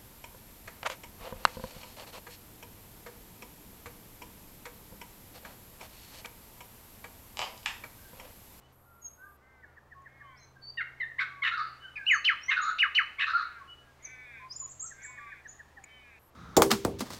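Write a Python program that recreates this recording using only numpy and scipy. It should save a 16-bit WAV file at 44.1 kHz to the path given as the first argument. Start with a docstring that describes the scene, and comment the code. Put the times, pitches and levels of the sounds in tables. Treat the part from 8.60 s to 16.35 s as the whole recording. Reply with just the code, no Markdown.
"""A faint hum, the hiss of leaves and the brief whir of a camera's lens motor, which returns at the end.
Far off in open eucalypt woodland, small birds whistle, pipe and chirp in nearly pure tones, and a
raven caws, its buzzing voice shaped by throat resonances. Then a wattlebird close by yelps, croaks,
growls and whips out falling notes, its voice passing from periodic vibration into chaotic rasp.
Trunks and leaves scatter every call."""
import sys
import numpy as np
from scipy import signal
from scipy.fft import rfft, irfft
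from scipy.io import wavfile
from scipy.ndimage import map_coordinates

SR = 44100
rng = np.random.default_rng(int(sys.argv[2]) if len(sys.argv) > 2 else 0)


def wrap_up_sound(samples):
    """Save the sound to the file named by the first command line argument, as 16-bit audio."""
    columns = np.atleast_2d(samples).T
    # keep every value between -1 and 1, then stretch to whole-number steps
    tamed = np.clip(columns, -1, 1)
    steps = np.round(tamed * 32767).astype(np.int16)
    wavfile.write(sys.argv[1], SR, steps)


N = 341775
TIME = np.arange(N) / SR
FREQS = np.fft.rfftfreq(N, 1 / SR)
ALONG = np.linspace(0, 1, 33)   # fraction of a note's length
NO_FIFTH_DB = -70   # makes the overtone a fifth above inaudible

# wattlebird growls: start t/s, length/s, swell/s, first f/Hz, last f/Hz, level/dB, fade/(dB/s),
# roughness, beak ring f/Hz
GROWL_NOTES = [(2.916, 0.041, 0.019, 1329, 1458, -27, 188, 0.28, 3950),
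               (2.974, 0.13, 0.032, 1225, 1340, -29.5, 217, 0.38, 4474),
               (3.966, .042, 0.0086, 1565, 1279, -21.5, 340, 0.26, 3900),
               (4.027, 0.096, 0.069, 1196, 1433, -28, 78, 0.34, 4095),
               (4.669, 0.057, 0.022, 1348, 1494, -27, 256, 0.7, 4180),
               (4.737, 0.033, .012, 1337, 1410, -22.5, -28, 0.07, 4340),
               (4.775, 0.054, 0.013, 1241, 1369, -29, 97, 0.53, 4144)]
# its whips: start t/s, length/s, rise/s, top f/Hz, time stretch, lingering/s, mean roughness, level/dB,
# opening clack level/dB
WHIP_NOTES = [(3.468, .107, 0.017, 2990, 1.1, 0.026, 0.12, -18.5, -45),
              (3.655, 0.1, .012, 3080, 1.04, 0.0018, 0.2, -18, -23),
              (4.194, .092, .015, 2936, 1.0, 0.0016, 0.2, -18, -29.5),
              (4.358, 0.13, 0.011, 3036, .86, 0.00036, 0.2, -17, -26)]
# throat resonances in croaks and yelps: f/Hz, bandwidth/Hz, level/dB
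CROAK_FORMANTS = [(1320, 580, 6.5), (2036, 780, 10), (2960, 400, 2), (3770, 1300, 0.5), (5500, 170, -22.5),
                  (7460, 600, -23)]
# throat resonances in growls and whips: f/Hz, bandwidth/Hz, level/dB
GROWL_FORMANTS = [(1186, 150, -7.5), (1560, 380, 0), (2360, 500, -20.5), (4100, 1300, -18.5),
                  (6760, 600, -37.5)]


def from_db(db):
    """Amplitude grows tenfold for every 20 dB."""
    return 10 ** (np.asarray(db) / 20)


def rms_one(x):
    """Normalisation to unit mean power."""
    return x / np.sqrt(np.mean(x ** 2) + 1e-20)


def at_hz(points, hz):
    """Frequency response: gain interpolated from rows of (f/Hz, level/dB) on logarithmic axes."""
    f, db = np.transpose(points)
    return from_db(np.interp(np.log(hz + 1), np.log(f), db))


def filtered(x, spectrum):
    """Linear filtering multiplies a spectrum by a frequency response."""
    return irfft(rfft(x) * at_hz(spectrum, FREQS), N)


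def coloured(spectrum):
    """Filtered white noise takes on the filter's spectrum; unit rms."""
    return rms_one(filtered(rng.standard_normal(N), spectrum))


def drift(rate_hz):
    """Low-pass noise gives a smooth random fluctuation of unit rms."""
    white = rng.standard_normal(len(FREQS)) + 1j * rng.standard_normal(len(FREQS))
    return rms_one(irfft(white / (1 + (FREQS / rate_hz) ** 4), N))


def tone(hz, partials=((1, 0),)):
    """Phase is the integral of frequency; period doubling allows partials at half multiples."""
    phase = 2 * np.pi * np.cumsum(hz) / SR
    return np.sqrt(2) * sum(from_db(db) * np.sin(k * phase) for k, db in partials)


def note(*columns):
    """A note as a trajectory: rows of (t/s, f/Hz, level/dB, ...) from curves and constants."""
    return np.column_stack(np.broadcast_arrays(*columns))


def swell(depth_db):
    """A parabolic envelope in dB, highest at mid-note."""
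    return -depth_db * (2 * ALONG - 1) ** 2


def glide(first_hz, last_hz):
    """An exponential sweep covers equal intervals in equal times."""
    return first_hz * (last_hz / first_hz) ** ALONG


def gesture(rows, edge_s=.003):
    """Tapered edges prevent clicks: returns a note's samples, its gate and its control curves."""
    times, *columns = np.transpose(rows)
    times = np.sort(times)
    at = np.arange(max(int((times[0] - edge_s) * SR), 0), min(int((times[-1] + edge_s) * SR), N))
    t = at / SR
    inside_s = np.minimum(t - times[0], times[-1] - t)
    gate = np.sin(np.pi / 2 * np.clip(inside_s / edge_s + 1, 0, 1)) ** 2
    return at, gate, [np.interp(t, times, column) for column in columns]


def woodland(x, near_db, near_t60, far_db, far_t60):
    """Scattering adds sparse echoes from nearby trunks and a duller tail from the wood (T60 in s)."""
    t = TIME[:SR]
    trunks = rng.standard_normal(SR) * (rng.random(SR) < 1200 / SR)   # 1200 echoes a second
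    trunks *= from_db(-60 * t / near_t60) * (t > .005)
    wood = signal.sosfilt(signal.butter(1, 3000, fs=SR, output="sos"), rng.standard_normal(SR))
    wood *= from_db(-60 * t / far_t60) * np.minimum(t / .042, 1)
    echoes = (from_db(near_db) * rms_one(trunks) + from_db(far_db) * rms_one(wood)) / np.sqrt(SR)
    return x + signal.fftconvolve(x, echoes)[:N]


def background():
    """Broadband noise of air and leaves lies over a hum of two frequency-modulated tones."""
    air_spectrum = [(90, 1), (170, -3.5), (800, -4), (1200, -4.5), (1800, -16.5), (2800, -31),
                    (5000, -37.5), (15000, -35.5)]   # still air: f/Hz, relative level/dB
    leaf_spectrum = [(1000, 0), (2000, 1.5), (4000, -5.5), (7000, -10), (15000, -19.5)]   # hiss of leaves: f/Hz, relative level/dB
    leaf_levels = [(0, -69.5), (.11, -68.5), (.16, -75), (1.4, -74.5), (3.5, -66.5), (7.585, -68),
                   (7.6, -72)]   # its envelope: t/s, level/dB
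    hum_levels = [(0, -66), (.65, -76.5), (1.5, -66), (2.1, -64), (3.1, -65), (4.3, -83.5), (5.1, -70.5),
                  (6.1, -65.5), (7.75, -77)]   # envelope of the upper tone: t/s, level/dB
    low_hum = from_db(-68.5 + .89 * drift(5)) * tone(75 + 4.8 * drift(4.5))
    high_hum = from_db(np.interp(TIME, *np.transpose(hum_levels))) * tone(129.2 + 1.1 * drift(3.3))
    leaves = from_db(np.interp(TIME, *np.transpose(leaf_levels))) * coloured(leaf_spectrum)
    return from_db(-64) * coloured(air_spectrum) + leaves + low_hum + high_hum


def ticks(t60_s=.018, width_s=.0027):
    """Brief scuffs excite the damped modes of the camera body."""
    scuffs = [(1.421, -66.5), (7.241, -45)]   # contacts with the body: t/s, level/dB
    modes = [(2350, 3), (6950, 3), (8150, -5.5)]   # its resonances: f/Hz, relative level/dB
    t = TIME[:SR // 10]
    body = sum(from_db(db - 60 * t / t60_s) * np.sin(2 * np.pi * hz * t) for hz, db in modes)
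    envelope = sum(from_db(db) * np.exp(-np.minimum(((TIME - s) / width_s) ** 2, 400))
                   for s, db in scuffs)
    return signal.fftconvolve(envelope * rng.standard_normal(N), body / np.linalg.norm(body))[:N]


def camera(whine_hz=11810, whine_db=-89):
    """The lens motor radiates a high band of noise, beside body ticks and a thin electronic whine."""
    motor_runs = [(0.12, 0.77, -69.5), (7.591, 7.703, -69)]   # whirs: start t/s, end t/s, level/dB
    motor_spectrum = [(4500, -53), (7000, -11), (11100, -5.5), (11700, 7), (12150, 7.5), (12800, -10),
                      (13600, -22)]   # motor noise: f/Hz, relative level/dB
    running = sum(from_db(db) * np.clip(np.minimum(TIME - start, end - TIME) / .006, 0, 1)
                  for start, end, db in motor_runs)
    whine = from_db(whine_db) * tone(whine_hz + 35 * drift(60))
    return running * coloured(motor_spectrum) + ticks() + whine


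def raven(gape_db=11, gape_half_width_hz=150, break_off_s=7.59):
    """Source and filter: harmonics slide down through a resonance that climbs as the beak opens."""
    # caws: start t/s, length/s, f/Hz, level/dB, tilt from the open beak/(dB/octave), throat tuning ratio
    caws = [(0.771, 0.43, 261.2, -66, -14, 0.95), (1.424, 0.44, 272, -61, 5, 0.96),
            (4.628, 0.44, 255, -54, -21.5, 1.01), (5.398, 0.45, 255.6, -50.5, 8.5, 1.022),
            (6.343, 0.46, 249.8, -51.5, 6, 1.012), (7.204, 0.42, 254, -58.5, 8.5, 1.06)]
    contour = [(0, .91, -20, 2.5), (.16, .985, -2, 1.8), (.3, 1, 0, .5), (.5, .985, 0, .5),
               (.66, .945, 0, .6), (.82, .885, 0, .8), (1, .8, -7, 2)]   # one caw: fraction of its length, pitch ratio, level/dB, hoarseness
    throat = [(1200, -24.5), (1550, 12.5), (1800, 1), (2050, 6.5), (2500, -5), (2800, -51), (3300, -16),
              (3600, -13), (3900, -49)]   # throat response: f/Hz, level/dB
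    out, tremble = np.zeros(N), .0129 * drift(150)
    for start, length, pitch_hz, level_db, tilt, tuning in caws:
        rows = np.array(contour) * [length, pitch_hz, 1, 1] + [start, 0, level_db, 0]
        at, gate, (hz, db, hoarse) = gesture(rows, edge_s=.015)
        phase = 2 * np.pi * np.cumsum(hz * (1 + hoarse * tremble[at])) / SR
        gape_hz, buzz = np.linspace(2130, 2400, len(at)), 0
        for k in range(4, 19):
            scaled_hz = k * hz / tuning
            lift_db = gape_db / (1 + ((scaled_hz - gape_hz) / gape_half_width_hz) ** 2)
            gain = at_hz(throat, scaled_hz) * from_db(lift_db + tilt * np.log2(k))
            buzz += gain * np.sin(k * phase + rng.uniform(0, 2 * np.pi))
        out[at] += gate * from_db(db) * rms_one(buzz)
    break_off = np.clip((break_off_s - TIME) / .003, 0, 1)   # the last caw stops short, echoes and all
    return break_off * woodland(out, near_db=-8, near_t60=.15, far_db=-17, far_t60=.3)


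def whistled(notes, waver, waver_hz, edge_s):
    """Sinusoidal notes tremble in pitch by random frequency modulation of relative depth waver."""
    out, tremble = np.zeros(N), waver * drift(waver_hz)
    for rows in notes:
        at, gate, (hz, db) = gesture(rows, edge_s)
        out[at] += gate * from_db(db) * tone(hz * (1 + tremble[at]))
    return out


def far_whistlers(fade_db=9):
    """Nearly pure tones swell and fade on gentle linear sweeps, blurred by scattering."""
    whistles = [(0.018, 0.078, 2910, 3030, -69.5), (0.26, 0.18, 1396, 1380, -62),
                (.584, 0.093, 1460, 1656, -54), (.63, 0.079, 1217, 1194, -59),
                (1.352, 0.053, 1119, 1083, -53.5), (1.608, 0.14, 1178, 1013, -56),
                (1.64, .11, 3010, 3220, -69), (1.789, 0.082, 4200, 4080, -65.5),
                (1.964, .015, 1644, 1605, -54.5), (2.479, .072, 1946, 1747, -52.5),
                (2.66, 0.19, 1174, 1100, -54), (3.211, 0.091, 2947, 3040, -50.5),
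                (3.221, 0.068, 1652, 1413, -51), (3.373, 0.062, 1752, 1550, -43.5),
                (3.534, 0.071, 4500, 4410, -52.5), (5.004, 0.031, 1147, 1066, -49),
                (5.083, 0.068, 2947, 2970, -50), (5.189, 0.16, 1667, 1605, -65),
                (5.804, 0.099, 1016, 1054, -49), (6.021, 0.018, 1100, 1033, -49.5),
                (6.228, 0.035, 1220, 1423, -52.5), (6.33, 0.065, 1598, 1580, -53.5),
                (6.484, 0.044, 1000, 1060, -53.5), (6.58, 0.11, 1160, 1156, -49.5),
                (7.16, .06, 855, 754, -59.5), (7.291, .14, 3100, 2980, -61)]   # fluting notes: start t/s, length/s, first f/Hz, last f/Hz, level/dB
    envelope_db = np.array([-fade_db, 0, 0, -fade_db])
    notes = [note(np.linspace(start, start + length, 4), np.linspace(first, last, 4), db + envelope_db)
             for start, length, first, last, db in whistles]
    direct = whistled(notes, waver=.0073, waver_hz=50, edge_s=.013)
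    return woodland(direct, near_db=-12, near_t60=.18, far_db=-11.5, far_t60=.29)


def arch(row, swell_db, roundness):
    """A chirp's pitch follows two power-law sweeps that meet at a turn."""
    start, before, after, first, turn, last, db = row
    t = ALONG * (before + after) - before
    from_turn = np.abs(t / np.where(t < 0, before, after))
    hz = turn + np.where(t < 0, first - turn, last - turn) * from_turn ** roundness
    return note(start + before + t, hz, db + swell(swell_db))


def small_birds(flutter_db=5, flutter_hz=70):
    """Frequency and amplitude modulation of pure tones gives chirps, a slur, twitters and piping."""
    # thin chirps: start t/s, time to the turn/s, time after it/s, first, turn and last f/Hz, level/dB
    chirp_rows = [(.418, 0.025, 0.048, 6690, 6610, 6450, -45.5),
                  (2.016, 0.07, 0.034, 4470, 4560, 4760, -45),
                  (3.501, 0.0087, 0.076, 6000, 6900, 5950, -41.5),
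                  (3.806, .055, 0.057, 5150, 5910, 6400, -50.5),
                  (5.422, .0087, 0.042, 5900, 7060, 5470, -48)]
    twitter_rows = [(1.761, .05, 0.051, 4600, 6400, 5730, -65),
                    (4.013, 0.016, 0.025, 6200, 6940, 5440, -44.5),
                    (6.08, 0.032, .012, 5900, 7540, 5900, -50), (6.196, 0.04, 0.036, 6250, 7700, 5760, -42),
                    (6.212, .017, 0.02, 7700, 8550, 7650, -58.5),
                    (6.42, 0.032, 0.019, 5800, 7640, 6100, -47.5),
                    (6.875, 0.023, 0.02, 5900, 6910, 6200, -56)]   # buzzier, warbling notes: same columns
    twitter_throat = [(6200, -1), (6650, 3.5), (7100, -1.5), (8600, -1.5)]   # throat response: f/Hz, level/dB
    slur_contour = [(5.889, 4890, -72), (5.912, 4926, -39.5), (5.923, 5230, -42), (5.936, 6600, -54),
                    (5.95, 6700, -68), (5.966, 7000, -36.5), (5.988, 7380, -68), (6.002, 7090, -35.5),
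                    (6.026, 6880, -45.5), (6.06, 6900, -40.5)]   # a whistle that leaps and sinks back: t/s, f/Hz, level/dB
    pip_runs = [(1.042, -59), (1.179, -61), (1.326, -58), (1.467, -57.5), (1.615, -57.5), (6.319, -57.5),
                (6.451, -54), (6.585, -54), (6.727, -53.5), (6.862, -54), (7.004, -55.5), (7.179, -57.5)]   # two runs of piping: t/s, level/dB
    pip_contour = [(-.02, 2017, -16.5), (-.006, 1886, 5.5), (.004, 1720, 10.5), (0.02, 1360, -17)]   # one falling pip: t/s from its centre, f/Hz, relative level/dB
    chirp_notes = [arch(row, swell_db=22.5, roundness=1.1) for row in chirp_rows]
    twitter_notes = [arch(row, swell_db=13, roundness=1.6) for row in twitter_rows]
    pip_notes = [np.array(pip_contour) + [s, 0, db] for s, db in pip_runs]
    chirps = whistled(chirp_notes, waver=.0031, waver_hz=199, edge_s=.0053)
    slur = whistled([slur_contour], waver=.0033, waver_hz=150, edge_s=.004)
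    twitters = filtered(whistled(twitter_notes, waver=.016, waver_hz=130, edge_s=.0019), twitter_throat)
    flutter = from_db(flutter_db * drift(flutter_hz))
    pips = whistled(pip_notes, waver=.0098, waver_hz=41.2, edge_s=.008)
    return (woodland(flutter * chirps + slur, near_db=-8, near_t60=.25, far_db=-16, far_t60=.39)
            + woodland(flutter * twitters, near_db=-1, near_t60=.34, far_db=-19, far_t60=.92)
            + woodland(pips, near_db=-10, near_t60=.019, far_db=-17, far_t60=.68))


def rasp(formants):
    """Chaotic, fluttering airflow excites the resonances of the throat."""
    flow = rng.standard_normal(N) * from_db(2 * drift(130))
    out = 0
    for hz, width, db in formants:
        band = signal.butter(3, [hz - width / 2, hz + width / 2], "band", fs=SR, output="sos")
        out += from_db(db) * signal.sosfilt(band, flow)
    return rms_one(out)


def rough_voice(notes, partials, formants, jitter, jitter_hz, rasp_share, tunings=None):
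    """Aperiodic vibration: with roughness, pitch jitters, level shimmers and tone gives way to rasp."""
    out, shake, shimmer = np.zeros(N), jitter * drift(jitter_hz), .3 * drift(jitter_hz)
    noise = rasp(formants)
    wander = 1 + .045 * drift(30)   # the resonances shift as the throat works
    for rows, tuning in zip(notes, tunings or np.ones(len(notes))):
        at, gate, (hz, db, rough, fifth_db) = gesture(rows)
        share = np.clip(rasp_share * rough, 0, 1)
        voiced = tone(hz * (1 + rough * shake[at]), [*partials, (1.5, fifth_db)])
        voiced *= 1 + rough * shimmer[at]
        # resampling the noise scales all its resonances together
        rasping = map_coordinates(noise[at[0]:at[0] + 2 * len(at)], [np.cumsum(tuning * wander[at])])
        out[at] += gate * from_db(db) * (np.sqrt(1 - share ** 2) * voiced + share * rasping)
    return out


def croaks(clean_rough=.046, clean_fifth_db=-19.5, break_s=.0042, rasp_rough=.98, sag_oct_per_s=3.5):
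    """A voice break: a clean tone climbs and swells, then jumps down into a sinking, chaotic rasp."""
    # croaks: start t/s, clean length/s, rasp length/s, first, break and rasp f/Hz, tone level/dB,
    # rasp level/dB, relative level of the fifth above/dB, throat tuning ratio
    calls = [(2.586, 0.011, .034, 1816, 2312, 1562, -22, -28.5, -6, 1.04),
             (2.822, .011, 0.053, 2125, 2220, 1977, -22.5, -26, -2, 0.99),
             (3.884, .017, 0.035, 2010, 2187, 1897, -21, -25.5, 0.5, .96),
             (4.585, 0.0086, 0.048, 2075, 2387, 1898, -29, -26, 1.5, 0.98)]
    partials = [(.5, -15), (1, 0), (2, -31)]   # voice spectrum: frequency ratio, level/dB
    notes, tunings = [], []
    for start, clean_s, rasp_s, first, top, rasp_hz, tone_db, rasp_db, fifth_db, tuning in calls:
        rising_db = tone_db - 9.5 * (1 - ALONG) ** 2
        clean = note(start + clean_s * ALONG, glide(first, top), rising_db, clean_rough, clean_fifth_db)
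        t = rasp_s * ALONG
        sinking_hz = rasp_hz * 2 ** (-sag_oct_per_s * t)
        broken = note(start + clean_s + break_s + t, sinking_hz, rasp_db + swell(3.5),
                      rasp_rough, fifth_db)
        notes.append(np.vstack([clean, broken]))
        tunings.append(tuning)
    return rough_voice(notes, partials, CROAK_FORMANTS, jitter=.045, jitter_hz=250, rasp_share=.64,
                       tunings=tunings)


def yelps(clack_s=.009, clack_hz=(2650, 3080), clack_fifth_db=-6, clack_rough=.45):
    """Short sweeps with period doubling: hoarse yelps, and the throat clack that opens each whip."""
    # yelps: start t/s, length/s, first and last f/Hz, level/dB, relative level of the fifth/dB, roughness
    calls = [(2.175, 0.022, 1920, 1798, -29.5, -2.5, 0), (2.195, 0.023, 1730, 1360, -32.5, -27, 0.08),
             (2.207, 0.015, 2350, 1910, -30, -19.5, 0.16), (2.402, 0.02, 2144, 1890, -28.5, -23, 0.1),
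             (2.425, 0.018, 1875, 1770, -29, -24, 0), (3.358, 0.021, 2550, 2270, -34, -47, 0.18)]
    partials = [(.5, -36.5), (1, 2), (2, -25.5)]   # voice spectrum: frequency ratio, level/dB
    clacks = [(start - clack_s, clack_s, *clack_hz, db, clack_fifth_db, clack_rough)
              for start, *_, db in WHIP_NOTES]
    notes = [note(start + length * ALONG, glide(first, last), db + swell(9), rough, fifth_db)
             for start, length, first, last, db, fifth_db, rough in calls + clacks]
    return rough_voice(notes, partials, CROAK_FORMANTS, jitter=.2, jitter_hz=255, rasp_share=.37)


def growls(throb_hz=140, throb_scatter=.2, attack_db=2):
    """Uneven amplitude modulation makes low glides throb, more deeply the rougher they are."""
    partials = [(1, -0.5), (2, -31.5), (3, -30)]   # voice spectrum: harmonic number, level/dB
    notes = []
    for start, length, swell_s, first, last, db, fade_db_per_s, rough, _ in GROWL_NOTES:
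        t = np.arange(0, length, 20 / SR)
        pulse_times = np.cumsum(1 + throb_scatter * rng.standard_normal(len(ALONG))) / throb_hz
        cycles = np.interp(t, pulse_times - pulse_times[0], np.arange(len(pulse_times)))
        throb_db = 4.5 * rough * (np.cos(2 * np.pi * cycles) - .5)
        rise_db = -attack_db * np.maximum(1 - t / swell_s, 0)
        fade_db = -fade_db_per_s * np.maximum(t - swell_s, 0)
        hz = first * (last / first) ** (t / length)
        notes.append(note(start + t, hz, db + rise_db + fade_db + throb_db, rough, NO_FIFTH_DB))
    return rough_voice(notes, partials, GROWL_FORMANTS, jitter=.12, jitter_hz=130, rasp_share=1)


def beak_rings(ring_db=-47.5, fade_share=.33):
    """A beak resonance rings as a narrow high band over each growl, following part of its fade."""
    notes = []
    for start, length, *_, fade_db_per_s, _, ring_hz in GROWL_NOTES:
        t = length * ALONG
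        notes.append(note(start + t, ring_hz, ring_db - fade_share * fade_db_per_s * t))
    return whistled(notes, waver=.025, waver_hz=300, edge_s=.0056) * drift(240)


def whips():
    """A fast frequency sweep arches cleanly over its top and roughens on the way down."""
    contour = [(-.016, .91, -2, 0), (-.007, 1, -3, 0.16), (0, 1, 1, 0.13), (.008, .93, -1.5, 0),
               (.02, .71, 2.5, 0.26), (.028, .565, 0.5, 1), (0.039, .45, -10.5, 0.87),
               (.058, .38, -16, 0.84), (0.074, .29, -25, 1)]   # one whip: t/s from its top, pitch ratio, level/dB, fraction of lingering
    partials = [(1, 0), (2, -48), (3, -53)]   # voice spectrum: harmonic number, level/dB
    from_top_s, ratio, shape_db, lingered = np.transpose(contour)
    notes = []
    for start, length, rise_s, top_hz, stretch, linger_s, rough, db, _ in WHIP_NOTES:
        times = rise_s + stretch * from_top_s + linger_s * lingered
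        t = length * ALONG
        hz = top_hz * np.interp(t, times, ratio)
        level_db = db + np.interp(t, times, shape_db)
        notes.append(note(start + t, hz, level_db, 2 * rough * ALONG, NO_FIFTH_DB))
    return rough_voice(notes, partials, GROWL_FORMANTS, jitter=.029, jitter_hz=220, rasp_share=.29)


def off_ground(x, delay_s=.00236, bounce_db=-13):
    """Comb filtering: a reflection off the ground interferes with the direct sound, so glides throb."""
    return x + from_db(bounce_db) * np.interp(TIME - delay_s, TIME, x)


def wattlebird():
    """Source and filter: one windpipe and beak colour all calls; harsh ones scatter more than whips."""
    beak = [(750, -42.5), (1100, -2), (3030, -6), (3300, -7.5), (3650, 1.5), (4500, -7.5), (5300, -5),
            (5800, 3.5), (6400, -4), (8200, -4.5), (8850, 8.5), (9500, -16)]   # response of windpipe and beak: f/Hz, level/dB
    harsh = off_ground(filtered(croaks() + yelps() + growls(), beak))
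    rings = filtered(beak_rings(), beak)
    clear = off_ground(filtered(whips(), beak))
    return (woodland(harsh, near_db=-3, near_t60=.3, far_db=-21, far_t60=.97)
            + woodland(clear, near_db=-8.5, near_t60=.35, far_db=-28, far_t60=1)
            + woodland(rings, near_db=1, near_t60=.43, far_db=-18, far_t60=.8))


def scene():
    """Superposition: the pressures of all sources add at one microphone."""
    return (wattlebird() + small_birds() + far_whistlers() + raven() + background() + camera())[None]


def record(dry):
    """A steep low-pass filter removes the treble above 15.7 kHz."""
    return signal.sosfilt(signal.ellip(10, .1, 70, 15700, fs=SR, output="sos"), dry)


dry = scene()
out = record(dry)
wrap_up_sound(out)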